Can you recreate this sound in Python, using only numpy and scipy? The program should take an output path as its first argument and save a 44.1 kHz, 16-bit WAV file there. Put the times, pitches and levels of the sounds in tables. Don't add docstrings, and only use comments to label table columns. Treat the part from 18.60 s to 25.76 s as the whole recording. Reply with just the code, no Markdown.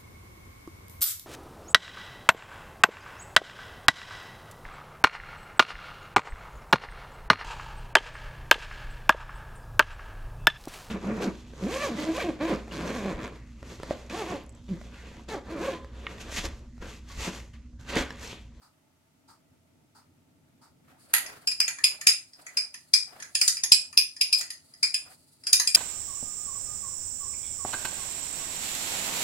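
import sys
import numpy as np
from scipy import signal
from scipy.fft import rfft, irfft, next_fast_len
from scipy.io import wavfile
from scipy.ndimage import map_coordinates

SR = 44100
rng = np.random.default_rng(int(sys.argv[2]) if len(sys.argv) > 2 else 0)


def generate_wav(signal):
    frames = np.transpose(np.atleast_2d(signal))
    scaled = np.clip(frames, -1, 1) * 32767
    pcm = np.round(scaled).astype(np.int16)
    wavfile.write(sys.argv[1], SR, pcm)


N = 315756

HIT = 16384
LEAD_S = .004
TOP_HZ = 15950


def amp(db):
    return 10 ** (np.asarray(db) / 20)


def unit(x):
    return x / np.sqrt(np.mean(x ** 2) + 1e-20)


def along(points, hz):
    f, v = np.transpose(points)
    return np.interp(np.log(hz + 1), np.log(f + 1), v)


def curve(rows):
    return np.interp(np.arange(N) / SR, *np.transpose(rows))


def wobble(rate):
    knots = rng.standard_normal(int(N * rate / SR) + 4)
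    return map_coordinates(knots, [np.arange(N) * rate / SR])


def swells(rows):
    t = np.arange(N) / SR
    return sum(amp(db) * np.cos(np.pi * np.clip((t - s) / length, -.5, .5)) ** 2 for s, length, db in rows)


def filtered(x, response):
    m = next_fast_len(N + SR // 2)
    return irfft(rfft(x, m) * response(np.fft.rfftfreq(m, 1 / SR)), m)[..., :N]


def add(track, s, sound):
    start = max(round(s * SR), 0)
    track[:, start:start + sound.shape[1]] += sound[:, :N - start]


# pitch_hz, likeness (0 to 1)
LEFT_RIGHT_LIKENESS = [(60, 0.9), (180, 0.73), (550, 0.24), (1650, 0.014), (4970, 0.02), (15000, 0.07)]


def rush(spectrum):
    def turn(hz):
        return np.arccos(np.clip(along(LEFT_RIGHT_LIKENESS, hz), 0, 1)) / 2

    def colour(hz):
        return amp(along(spectrum, hz)) * [np.cos(turn(hz)), np.sin(turn(hz))]

    mid, side = filtered(rng.standard_normal((2, N)), colour)
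    return unit(np.array([mid + side, mid - side]))


def bank(table, stretch=1):
    f = np.fft.rfftfreq(HIT, 1 / SR)
    hz, width, db = np.transpose(table)[:, :, None]
    sign = (-1) ** np.arange(len(hz))[:, None]
    return sign * amp(db) * 1j * f * width / ((stretch * hz) ** 2 - f * f + 1j * f * width)


def modes(responses, scatter_db):
    return amp(scatter_db * rng.standard_normal(len(responses))) @ responses


def causal(spectrum):
    cepstrum = irfft(np.log(amp(along(spectrum, np.fft.rfftfreq(HIT, 1 / SR)))))
    cepstrum[1:HIT // 2] *= 2
    cepstrum[HIT // 2 + 1:] = 0
    return np.exp(rfft(cepstrum))


# pitch_hz, time_to_fall_60_db_s
KITCHEN_DECAY = [(200, 0.094), (800, 0.3), (2000, 0.28), (5000, 0.25), (9000, 0.28), (15000, 0.14)]


def echoes(early_db=9, early_s=0.0034, onset_s=0.0014):
    hz, t, z = signal.stft(rng.standard_normal((2, HIT)), SR, nperseg=256)
    fading = z * amp(-60 * t / along(KITCHEN_DECAY, hz)[:, None])
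    tail = signal.istft(fading, SR, nperseg=256)[1][:, :HIT]
    t = np.arange(HIT) / SR
    early_boost = 1 + amp(early_db) * np.exp(-t / early_s)
    tail = tail * early_boost * (1 - np.exp(-t / onset_s))
    return tail / np.linalg.norm(tail[0])


def path(walls, moved=0.46, left_db=-3.0, right_db=-8, arrival_s=.0012, lag_s=.0007):
    moved = np.clip(moved, 0, 1)
    f = np.fft.rfftfreq(HIT, 1 / SR)
    right_arrival_s = arrival_s + lag_s * rng.uniform(.4, 1.3)
    delay = np.round(SR * np.array([[arrival_s], [right_arrival_s]])) / SR
    direct = amp([[left_db], [right_db]]) * np.exp(-2j * np.pi * f * delay)
    return direct + rfft(np.sqrt(1 - moved) * walls + np.sqrt(moved) * echoes())


def chatter(bounce_db=-15, gap_s=0.0065, graze_db=-17, graze_s=.003, count=3):
    f = np.fft.rfftfreq(HIT, 1 / SR)
    skips_s = np.cumsum(gap_s * rng.uniform(.3, 1.7, count))
    skips_db = bounce_db - 4 * np.arange(count) + rng.normal(0, 2, count)
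    delays = np.r_[-np.clip(graze_s, 0, LEAD_S), 0, skips_s]
    sizes = amp(np.r_[graze_db, 0, skips_db])
    return sizes @ np.exp(-2j * np.pi * np.outer(delays + LEAD_S, f))


def struck(response):
    x = irfft(response, HIT)
    return x / np.sqrt(np.mean(x[:, :SR // 40] ** 2, axis=1, keepdims=True))


# pitch_hz, relative_level_db
ROOM_COLOUR = [(12, -43.5), (20, -21.5), (110, -7), (277, -7.5), (526, -20), (658, -6.5), (735, -23.5),
               (894, -8), (1000, -22), (1320, -15), (1650, -25.5), (2010, -19), (3930, -24), (7270, -25),
               (15900, -30)]
# pitch_hz, relative_level_db
HAND_COLOUR = [(40, -22.5), (65, -18.5), (85, 7), (110, -2), (150, 5.5), (200, -6), (260, 3.5), (400, -12),
               (700, -15), (1500, -53)]
# time_s, level_db
HAND_LEVEL = [(0.0, -72.5), (1.13, -63.5), (1.25, -64.5), (2.79, -63), (4.07, -71), (5.1, -65.5),
              (5.52, -69.5), (7.16, -66.5)]


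def background(room_db=-69, hand_db=1.0):
    fidget_db = 1.5 * wobble(16)
    room = amp(room_db) * rush(ROOM_COLOUR)
    hand = amp(curve(HAND_LEVEL) + hand_db + fidget_db) * rush(HAND_COLOUR)
    return room + hand


# time_s, level_db
AIR_GULPS = [(0.018, -59.5), (0.68, -56.5), (1.35, -57), (2.016, -58.5)]
# pitch_hz, width_hz, relative_level_db
BOTTLE_NECK = [(877, 110, 0), (1280, 150, 0), (1650, 500, -14)]
# pitch_hz, relative_level_db
FIZZ_COLOUR = [(1500, -3), (3200, -13), (4700, 7), (6000, -5), (9000, -0.5), (11000, -12), (15000, -8.5)]


def glugs(swell_s=0.024, fizz_db=-2.0):
    out = np.zeros((2, N))
    u = np.arange(HIT) / SR / swell_s
    swell = u * np.exp(1 - u)
    fizz = rush(FIZZ_COLOUR)
    for s, db in AIR_GULPS:
        noise = rng.standard_normal((2, HIT)) + rng.standard_normal(HIT)
        neck = unit(irfft(rfft(noise) * bank(BOTTLE_NECK).sum(axis=0)))
        spray = fizz[:, round(s * SR):][:, :HIT]
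        add(out, s - LEAD_S, amp(db) * swell * (neck + amp(fizz_db) * spray))
    return out


STIR_START_S = 2.37


def in_glass(rise_s=0.078):
    return np.clip((np.arange(N) / SR - STIR_START_S) / rise_s, 0, 1)


# time_s, flow_gain_db
STIR_VIGOUR = [(2.6, -47.5), (3.7, -60), (4.6, -53), (5.2, -64.5), (5.8, -60), (7.16, -67.5)]
# middle_s, length_s, flow_gain_db
SAUCE_SLOPS = [(2.33, 0.21, -60), (3.82, .14, -58.5), (5.77, .16, -57.5), (6.13, 0.21, -73),
               (6.5, .13, -54.5), (6.9, 0.13, -57)]
CREST_S, TURN_S = 2.714, 0.618
SWING_DB, TRICKLE_DB = 18, -77


def flow():
    trough = (1 - np.cos(2 * np.pi * (np.arange(N) / SR - CREST_S) / TURN_S)) / 2
    stirred = in_glass()
    trickle = (1 - stirred) * amp(TRICKLE_DB)
    surges = stirred * amp(curve(STIR_VIGOUR) - SWING_DB * trough)
    return trickle + surges + swells(SAUCE_SLOPS)


def bubbles(walls, db=-7, pitch_hz=690, spread=0.14, cycles=6, size_db=3.0, count=450):
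    pops = np.zeros((1, N))
    t = np.arange(SR // 10) / SR
    times = rng.uniform(0, N / SR, count)
    kinds = np.clip(rng.standard_normal((count, 2)), -2, 2)
    for s, (pitch, size) in zip(times, kinds):
        turns = pitch_hz * np.exp(spread * pitch) * t
        life = turns / cycles
        envelope = (1 - np.exp(-turns)) * np.exp(-life)
        tone = np.sin(2 * np.pi * turns * (1 + 0.033 * life))
        add(pops, s, (amp(size_db * size) * envelope * tone)[None])
    echoed = signal.fftconvolve(pops, walls, axes=1)[:, :N]
    return flow() * amp(db) * unit(pops + echoed)


# pitch_hz, relative_level_db
SWISH_COLOUR = [(200, -11), (400, -4), (560, -5.5), (680, -5), (850, -7.5), (1400, -2), (3000, -13.5),
                (6000, -21)]
# pitch_hz, relative_level_db
RUB_COLOUR = [(1500, -18), (3300, -11), (4600, 7), (5800, -8), (8000, 2.5), (10500, 3), (13000, -10),
              (16000, -5.5)]
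# middle_s, length_s, level_db
HARD_SCRAPES = [(2.42, 0.12, -70.5), (4.87, .28, -41), (5.79, .12, -36.5), (6.52, 0.11, -61.5),
                (7.1, .24, -48.5)]


def stirring(swish_db=-2, lumps_db=3, rub_db=-64, grit_db=3):
    swish = flow() * amp(swish_db + lumps_db * wobble(60)) * rush(SWISH_COLOUR)
    pressure = amp(rub_db) * in_glass() + swells(HARD_SCRAPES)
    rub = pressure * amp(grit_db * wobble(56)) * rush(RUB_COLOUR)
    return swish + rub


# pitch_hz, width_hz, relative_level_db
GLASS_BASE = [(937, 100, -12), (1235, 140, -10.5), (1682, 170, -1), (1795, 190, 3), (1966, 220, 4.5)]
# pitch_hz, relative_level_db
LANDING_COLOUR = [(500, -27), (1000, -11.5), (1700, -13.5), (2300, -1.5), (3300, -8.5), (4700, -4),
                  (5400, -16.5), (7000, -2.5), (8100, -13), (9200, -3), (11800, 2.5), (12500, -18),
                  (15900, -18.5)]


def landing(walls, s=2.537, clack_db=-24.0, steel_db=-18.5, pan_db=-2.5):
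    out = np.zeros((2, N))
    blow = path(walls) * chatter(bounce_db=-4, gap_s=.011, graze_db=-16)
    clack = struck(blow * bank(GLASS_BASE).sum(axis=0))
    steel = struck(blow * causal(LANDING_COLOUR))
    pan = amp([[pan_db / 2], [-pan_db / 2]])
    add(out, s - LEAD_S, (amp(clack_db) * clack + amp(steel_db) * steel) * pan)
    return out


def thicket(width_hz=62, count=110):
    hz = 1400 + (np.arange(count) + rng.uniform(0, 1, count)) * (TOP_HZ - 1400) / count
    widths = width_hz * rng.uniform(0.98, 1.66, count)
    return bank(np.column_stack([hz, widths, np.zeros(count)]))


FIRM_DB = -25


def woken(rule, strength_db, depth):
    firm_db, growth, deep_db = rule
    return amp(firm_db + growth * (strength_db - FIRM_DB) + deep_db * depth)


# time_s, strength_db, depth (0 high on the wall, 1 down in the sauce),
# extra_low_ring_db
SPOON_HITS = [(2.661, -44, 0.65, 12), (2.873, -34, .02, 2), (2.914, -39.5, 0.13, 0),
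              (3.002, -30, 0.033, 2.5), (3.079, -29, 1, 19), (3.185, -45.5, 1, 19), (3.24, -22, 0.26, 5.5),
              (3.412, -38.5, 0.73, 10), (3.469, -16.5, 0.43, 6.5), (3.487, -28.5, 0.053, -11),
              (3.733, -63.5, 0, -13), (3.865, -44.5, 0.92, 18), (3.971, -33, 0.059, 1.5),
              (4.141, -44, 0.53, 8), (4.336, -24, 0.082, -2), (4.6, -48.5, 0.74, 2),
              (4.623, -41.5, 0.84, 5.5), (4.751, -25, 0.51, 2.5), (4.813, -23, 0.32, 2.5),
              (4.878, -19.5, 0.6, -18), (4.968, -44, .05, 0.5), (5.035, -24, 0.64, -4),
              (5.119, -16, 0.28, 0), (5.327, -49, 0.48, 5), (5.374, -21.5, 0.17, 1), (5.564, -50, 0.21, -5),
              (5.611, -27, 0.17, 5), (5.727, -28, 0.066, 1.5), (5.81, -34, 0.69, 8.5),
              (5.903, -38.5, 0.43, -5), (6.137, -57, 0.22, -24), (6.229, -31, 0.01, 3.5),
              (6.342, -31, 0.19, 3.5), (6.836, -54.5, 0.2, -17.5), (6.868, -33, 0.26, -4),
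              (6.929, -16, 0.46, -6), (6.997, -20.5, 0.77, -7.5), (7.073, -25, 0.33, -0.5),
              (7.147, -16.5, 0.3, -3.5)]
# pitch_hz, width_hz, relative_level_db
GLASS_MODES = [(4991, 132, 14), (5080, 380, -5), (5067, 55, 7), (4984, 220, -6), (7280, 320, -14),
               (10180, 80, -20)]
LOW_GLASS_MODES = [(2417, 128, -2), (2454, 208, -4.5), (2507, 290, -14)]
SPOON_MODES = [(7560, 290, -5.5), (8867, 140, 3), (9576, 370, 3), (10195, 325, 5.5), (10200, 194, 8.5),
               (12800, 270, -22), (11730, 450, -13.5)]
BOWL_MODES = [(4700, 410, -9.5), (4410, 310, -5.5), (6000, 69, -10.5), (6520, 230, 6), (6780, 400, 1.5)]
SHIMMER_MODES = [(2422, 10, -3), (10002, 16, 4), (10852, 12, -6), (11541, 22, 0), (13608, 20, -7),
                 (14642, 18, -12), (15676, 18, -15)]
# pitch_hz, relative_level_db
CONTACT_COLOUR = [(500, -24), (1500, -29.5), (2800, 1), (3600, 2), (4400, 5), (7500, 6.5), (8100, -19.5),
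                  (9800, 1.5), (10600, -29), (12300, -12.5), (15800, -15.5)]
# pitch_hz, relative_level_db
KNOCK_COLOUR = [(30, -34), (90, -1.5), (200, 7), (400, 3.5), (800, -3), (2000, -45.5)]
# firm_wall_blow_db, growth (dB per dB of strength), gain_at_full_depth_db
WALL_RULE = (-13, 1.0, -27.5)
LOW_RULE = (-26.5, 0.96, -24)
BASE_RULE = (-49, 0.46, 15.9)
BOARD_RULE = (-61.5, 2.3, -7.5)


def clinks(walls, partials, shimmer_db=-15, crack_db=-4.5, spoon_gain_db=-2.0, edge_hz=18500,
           hardening=0.018, detune=0.0057, bowl_db=0.5):
    out = np.zeros((2, N))
    f = np.fft.rfftfreq(HIT, 1 / SR)
    contact, knock = causal(CONTACT_COLOUR), causal(KNOCK_COLOUR)
    steel, bowl, shimmer, base = map(bank, (SPOON_MODES, BOWL_MODES, SHIMMER_MODES, GLASS_BASE))
    for s, db, depth, low_db in SPOON_HITS:
        blow = path(walls) * chatter(bounce_db=-12.5 - 10 * depth)
        reach_hz = edge_hz * np.exp(hardening * (db - FIRM_DB))
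        touch = blow / np.sqrt(1 + (f / reach_hz) ** 10)

        stretch = 1 + detune * rng.standard_normal()
        wall_ring = struck(touch * modes(bank(GLASS_MODES, stretch), scatter_db=3.5))
        low_ring = struck(touch * modes(bank(LOW_GLASS_MODES, stretch), scatter_db=9))
        glass = woken(WALL_RULE, db, depth) * wall_ring
        glass += amp(low_db) * woken(LOW_RULE, db, depth) * low_ring

        share = np.clip(1.25 * depth - .16, .08, .92)
        spoon = amp(bowl_db) * np.sqrt(share) * struck(touch * modes(bowl, scatter_db=11.5))
        spoon += np.sqrt(1 - share) * struck(touch * modes(steel, scatter_db=5))
        crack = struck(touch * contact * modes(partials, scatter_db=5.5))
        sparkle = struck(blow * modes(shimmer, scatter_db=3))
        spoon += amp(crack_db) * crack + amp(shimmer_db) * sparkle

        thud = woken(BASE_RULE, db, depth) * struck(touch * modes(base, scatter_db=5))
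        thud += woken(BOARD_RULE, db, depth) * struck(blow * knock)
        add(out, s - LEAD_S, glass + amp(db + spoon_gain_db) * spoon + thud)
    return out


def scene():
    walls = echoes()
    pouring = background() + glugs()
    sauce = bubbles(walls) + stirring()
    spoon = landing(walls) + clinks(walls, thicket())
    return pouring + sauce + spoon


# pitch_hz, gain_db
MICROPHONE_COLOUR = [(100, -2.5), (9000, 0), (10250, 2.5), (10550, -6.5), (11500, 0.5), (13000, -0.5),
                     (15800, -4)]


def record(dry):
    heard = filtered(dry, lambda hz: amp(along(MICROPHONE_COLOUR, hz)))
    return filtered(np.clip(heard, -1, 1), lambda hz: hz < TOP_HZ)


dry = scene()
out = record(dry)
generate_wav(out)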